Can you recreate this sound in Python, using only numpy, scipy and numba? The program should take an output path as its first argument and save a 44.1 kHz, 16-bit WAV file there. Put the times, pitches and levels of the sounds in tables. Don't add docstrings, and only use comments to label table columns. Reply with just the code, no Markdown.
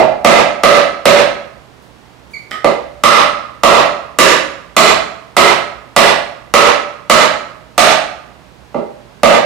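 import sys
import numpy as np
from scipy import signal
from scipy.fft import rfft, irfft, next_fast_len
from scipy.io import wavfile
from numba import njit

SR = 44100
rng = np.random.default_rng(int(sys.argv[2]) if len(sys.argv) > 2 else 0)


def inscribe(sig):
    pcm = np.round(np.clip(np.atleast_2d(sig).T, -1, 1) * 32767)
    wavfile.write(sys.argv[1], SR, pcm.astype(np.int16))


def volts_from_decibels(level):
    exponent = np.asarray(level, float) / 20
    return 10 ** exponent


N = 416744
LEAD = SR // 4

# start_s, level_db, panel_pitch_hz, thud_db, crack_db
MALLET_BLOWS = [
    (-.12, 3, 640, 3, -11.5),
                (0.2462, 5.9, 599, 0, -3), (0.6342, 5, 576.4, -14, -2.5), (1.0545, 4.2, 576, 2.5, -2),
         (3.036, 8.7, 600, -3.5, 1), (3.6337, 7.6, 594.3, -1, -2.5), (4.1865, 3.9, 551, 12, 3.5),
         (4.7653, 4.2, 663, 6, 2), (5.3661, 3.4, 592, 7.5, 1), (5.9628, 2.6, 600, 6, 0.5),
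         (6.538, 5.5, 587.4, -33, -0.5), (7.0973, 3.7, 631, -4, 0), (7.7784, 3.3, 639.7, -1, 1.5),
         (9.232, 2.4, 602.6, -6.5, -4)]
TOUCHES = [
    (2.643, 1.5, 586, 3, -8.5),
    (8.743, -7.5, 601, 4.9, -21.5),
    (9.008, -41, 572, 11, -30),
]
BLOW_DB, TOUCH_DB = 22, 8.5

# pitch_hz, level_db, t60_s
THUD = [(335.3, -8.5, 0.046), (388, -15, 0.095), (436.4, -12, 0.069), (450.5, -8.5, 0.011)]
PANEL = [(493.8, -0.5, 0.039), (601.7, -1, 0.049), (662.6, 5, 0.031), (721.3, 8, 0.016), (791, -15.5, 0.13)]
SIDE_WALL = [(975.7, -6, 0.038), (1207, -3, 0.03), (1257, 0, 0.026), (1316.5, 11.5, 0.013),
             (1287, -59.5, 0.02)]
BENCH = [(136, -11.5, 0.081), (202, -8.5, 0.042), (235.3, -7.5, 0.062), (290, -8, 0.057)]
EDGE = [(2042, -5.5, 0.035), (2380, -6, 0.019), (2700, 10, 0.0083), (4000, -60, 0.15)]
LOOSE_JOINT = [(534, -19, 0.01), (785, 2, 0.013), (1273, -0.5, 0.29), (1050, -22, 0.017), (1900, 0.5, 0.04),
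               (1990, 10.5, 0.0099), (3100, 2, .015), (3640, -20, 0.015)]
BOTTOM_RING = [(603.3, -22, 0.71)]

# freq_hz, level_db
CRACK = [(200, -13), (800, 1), (1600, 6), (2500, 0), (4000, 1.5), (7000, -10), (11000, -17), (16000, -38)]
SLAP = [(2500, -13), (6500, -1), (10000, -8), (13000, -8), (16000, -30)]
SLAP_DB, SLAP_S = -7, 0.0021
CLICK_DB, RATTLE_DB, RATTLE_S = 16.5, -16, 0.03

WALL_PER_CRACK = 0.33
HAND_MOVES_S = 2.9
WALL_HELD_DB, WALL_FREE_DB, SEATING_DB_PER_S = 0, 5, -0.62

# start_s, level_db, joint_ring_db
TICKS = [
    (2.5112, -15.5, -18.5),
    (2.516, -20, -4),
    (2.531, -30.5, -0.5),
]

SQUEAK_S, SQUEAK_LENGTH_S, SQUEAK_FROM_HZ, SQUEAK_TO_HZ = 2.334, 0.021, 2343, 1960
SQUEAK_DB, SECOND_DB, THIRD_DB = -22.5, -10, -24

# start_s, length_s, level_db
RUSTLES = [
    (1.822, 0.012, -57),
    (2.308, 0.08, -58),
    (2.508, 0.0074, -46),
]

# freq_hz, t60_s
ROOM_T60 = [(60, 0.69), (250, 0.42), (700, 0.52), (2000, 0.5), (5000, 0.4), (10000, 0.33), (16000, 0.2)]
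# freq_hz, likeness_0_to_1
ROOM_ALIKE = [(60, 1), (300, 0.2), (700, 0.4), (3000, 0.26), (8000, 0.13)]
FAR_DB, FAR_STRETCH = -15, 1.592

# freq_hz, level_db_per_hz
AIR = [(25, -6), (65, 9), (95, -15), (130, -2), (900, -3.5), (3000, -12.5), (10000, -27.5), (15500, -37.5)]
AIR_DB = -48
# freq_hz, likeness_0_to_1
AIR_ALIKE = [(60, 0.95), (130, 0.8), (290, 0.16), (640, 0.5), (1410, 0.15), (3100, 0), (6820, 0.5),
             (15000, 0)]
# freq_hz, left_minus_right_db
AIR_LEFT = [(60, -19.5), (130, -22.5), (380, -13), (700, -7.5), (2380, -1.5), (4400, -7.5), (8120, 0),
            (15000, -14)]
BOX_LEFT = [(60, -16), (150, -14.5), (380, -6.5), (900, -8), (2380, -8.5), (4400, -10.5), (8120, -6),
            (15000, -17.5)]
# pitch_hz, level_db
HUM = [(120, -53)]
# freq_hz, level_db
LOW_CUT = [(25, -16), (45, -9), (80, 0.5)]


def mallet(rows, db):
    out, t = np.zeros(N + 2 * LEAD), np.arange(LEAD) / SR
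    chance = rng.standard_normal((len(rows), 5, 2, 5))
    grit = rng.standard_normal((len(rows), LEAD))
    for row, c, g in zip(rows, chance, grit):
        start_s, blow_db = row[:2]
        knock = box_wood(row, t, c) + joint_crack(row, t, g)
        crack_db = row[4]
        rise_s = 0.003 * volts_from_decibels(-0.2 * crack_db)
        box_knock = knock * np.minimum(t / rise_s, 1) ** 2.46
        box_knock = box_knock + rubber_slap(crack_db, t, g)
        at = LEAD + int(start_s * SR)
        out[at:at + LEAD] += volts_from_decibels(blow_db + db + 14) * box_knock / np.sqrt(np.sum(box_knock ** 2))
    return out


def box_wood(row, t, c):
    start_s, _, panel_hz, thud_db, crack_db = row
    stretch = panel_hz / PANEL[1][0]
    wood = ring(PANEL, t, stretch, c[0])
    wood = wood + volts_from_decibels(0.23 * thud_db) * ring(BENCH, t, 0.956, c[1] / 2)
    wood = wood + volts_from_decibels(thud_db) * ring(THUD, t, 0.93, c[2])
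    wood = wood + volts_from_decibels(wall_ring_db(start_s, crack_db)) * ring(SIDE_WALL, t, 0.99, c[3])
    wood = wood + volts_from_decibels(0.7 * crack_db) * ring(EDGE, t, 1, c[4], drift=0.008)
    wood = wood + ring(BOTTOM_RING, t, stretch, 0 * c[0]) * (1 - t / t[-1])
    press_s = 0.00043 * volts_from_decibels(-0.4 * crack_db)
    return wood * (1 - np.exp(-t / press_s))


def wall_ring_db(s, crack_db):
    grip_db = WALL_HELD_DB
    if s >= HAND_MOVES_S:
        grip_db = WALL_FREE_DB + SEATING_DB_PER_S * (s - HAND_MOVES_S)
    return grip_db + WALL_PER_CRACK * crack_db


def joint_crack(row, t, g):
    crack_db = row[4]
    snap = volts_from_decibels(RATTLE_DB) * g * np.exp(-t / RATTLE_S)
    snap[130] += volts_from_decibels(CLICK_DB)
    sharpness = [(hz, db + 0.17 * crack_db * np.log2(hz / 2000)) for hz, db in CRACK]
    return volts_from_decibels(crack_db + 6) * colour(snap, sharpness)


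def rubber_slap(crack_db, t, g):
    puff = g[::-1] * t / SLAP_S * np.exp(1 - t / SLAP_S)
    return volts_from_decibels(SLAP_DB + 2.1 * crack_db) * colour(puff, SLAP)


def ring(modes, t, stretch, chance, scatter_db=1.2, drift=0.012):
    hz, db, t60 = np.transpose(modes)[:, :, None]
    gain = volts_from_decibels(db + scatter_db * chance[0, :len(modes), None])
    hz = hz * stretch * (1 + drift * chance[1, :len(modes), None])
    decay = np.exp(-np.log(1000) * t / t60)
    return np.sum(gain * np.sin(2 * np.pi * hz * t) * decay, axis=0)


def ticks():
    out, t = np.zeros(N + 2 * LEAD), np.arange(LEAD) / SR
    chance = rng.standard_normal((len(TICKS), 2, 8))
    grit = rng.standard_normal((len(TICKS), LEAD))
    for (s, db, ring_db), c, g in zip(TICKS, chance, grit):
        click = volts_from_decibels(1) * colour(g * np.exp(-t / 0.0023), CRACK)
        chatter = volts_from_decibels(ring_db) * ring(LOOSE_JOINT, t, 0.98, c)
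        at = LEAD + int(s * SR)
        out[at:at + LEAD] += volts_from_decibels(db) * (chatter + click)
    return out


def squeak():
    t = (np.arange(N + 2 * LEAD) - LEAD) / SR
    u = np.clip(t - SQUEAK_S, 0, SQUEAK_LENGTH_S) / SQUEAK_LENGTH_S
    sag = (SQUEAK_TO_HZ - SQUEAK_FROM_HZ) * u ** 3 / 3
    phase = 2 * np.pi * SQUEAK_LENGTH_S * (SQUEAK_FROM_HZ * u + sag)
    tone = np.sin(phase) + volts_from_decibels(SECOND_DB) * np.sin(2 * phase) + volts_from_decibels(THIRD_DB) * np.sin(3 * phase)
    return volts_from_decibels(SQUEAK_DB) * tone * np.sin(np.pi * u ** 0.8)


def rustle():
    t = (np.arange(N + 2 * LEAD) - LEAD) / SR
    shape = sum(volts_from_decibels(db) * (t > s) * np.exp(-np.abs(t - s) / length) for s, length, db in RUSTLES)
    return colour(shape * rng.standard_normal(len(t)), [(3000, -1), (8000, 9), (14000, 5)])


def room(x, direct_db=-13, build_s=0.021):
    pair, hz = noise_pair(SR, ROOM_ALIKE)
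    t, echo = np.arange(SR) / SR, 0
    for centre_hz in 40 * 2 ** np.arange(0, 9, 0.5):
        share = np.clip(1 - 2 * np.abs(np.log2(np.maximum(hz, 1) / centre_hz)), 0, 1)
        t60 = table(ROOM_T60, centre_hz)
        decay = volts_from_decibels(-60 * t / t60) + volts_from_decibels(FAR_DB - 60 * t / t60 / FAR_STRETCH)
        echo = echo + irfft(pair * share) * decay
    echo = echo * (1 + 1.8 * np.exp(-t / 0.024))
    echo = echo * (1 - np.exp(-t / build_s)) * volts_from_decibels(-41.5)
    echo[:, 0] = volts_from_decibels(direct_db)
    return signal.fftconvolve(x[None], echo, axes=1)[:, LEAD:LEAD + N]


def ventilation():
    pair, hz = noise_pair(next_fast_len(N), AIR_ALIKE)
    lean_db = table(AIR_LEFT, hz) / 2
    air = irfft(pair * volts_from_decibels(table(AIR, hz) + np.array([lean_db, -lean_db])))[:, :N]
    air = air * volts_from_decibels(AIR_DB) / np.std(air)
    t = np.arange(N) / SR
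    hum = sum(volts_from_decibels(db) * np.sin(2 * np.pi * f * t) for f, db in HUM)
    return air + hum * volts_from_decibels(np.array([[-19], [0]]))


def noise_pair(count, alike):
    hz = np.fft.rfftfreq(count, 1 / SR)
    c = np.clip(table(alike, hz), 0, 1)
    mid, side = rfft(rng.standard_normal((2, count)))
    mid, side = mid * np.sqrt((1 + c) / 2), side * np.sqrt((1 - c) / 2)
    return np.array([mid + side, mid - side]), hz


def table(points, hz):
    f, v = np.transpose(points)
    return np.interp(np.log(np.maximum(hz, 1)), np.log(f), v)


def colour(x, points, size=2048):
    cep = irfft(np.log(volts_from_decibels(table(points, np.fft.rfftfreq(size, 1 / SR)))))
    cep[1:size // 2] *= 2
    cep[size // 2 + 1:] = 0
    return signal.fftconvolve(x, irfft(np.exp(rfft(cep))))[:len(x)]


@njit
def follow(x, attack, release, start):
    e, out = start, np.empty(len(x))
    for i in range(len(x)):
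        e += (x[i] - e) * (attack if x[i] > e else release)
        out[i] = e
    return out


def scene():
    box = mallet(MALLET_BLOWS, BLOW_DB) + mallet(TOUCHES, TOUCH_DB)
    box = box + ticks() + squeak() + rustle()
    box = colour(box, [(40, -2.5), (110, -19.5), (170, -0.5)])
    left, right = room(box)
    return np.array([colour(left, BOX_LEFT), np.roll(right, 1)]) * volts_from_decibels(7) + ventilation()


def roll_off(x):
    return signal.sosfilt(signal.butter(12, 15660, fs=SR, output="sos"), x)


def record(dry, knee_db=-2, slow_knee_db=-20, slow_depth=0.048):
    size = np.max(np.abs(dry), axis=0)
    size = np.roll(size, -int(0.0015 * SR))
    quick = follow(size, 1 / (0.00079 * SR), 1 / (0.037 * SR), 0.33)
    slow = follow(np.minimum(size, volts_from_decibels(5.5)), 1 / (0.06 * SR), 1 / (0.9 * SR), 0.14)
    gain = np.minimum(volts_from_decibels(knee_db) / quick, 1) * np.minimum(volts_from_decibels(slow_knee_db) / slow, 1) ** slow_depth
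    driven = dry * gain * volts_from_decibels(7.5)
    mix = np.clip([colour(x, LOW_CUT, size=8192) for x in driven], -1, 1)
    return roll_off(mix)


dry = scene()
out = record(dry)
inscribe(out)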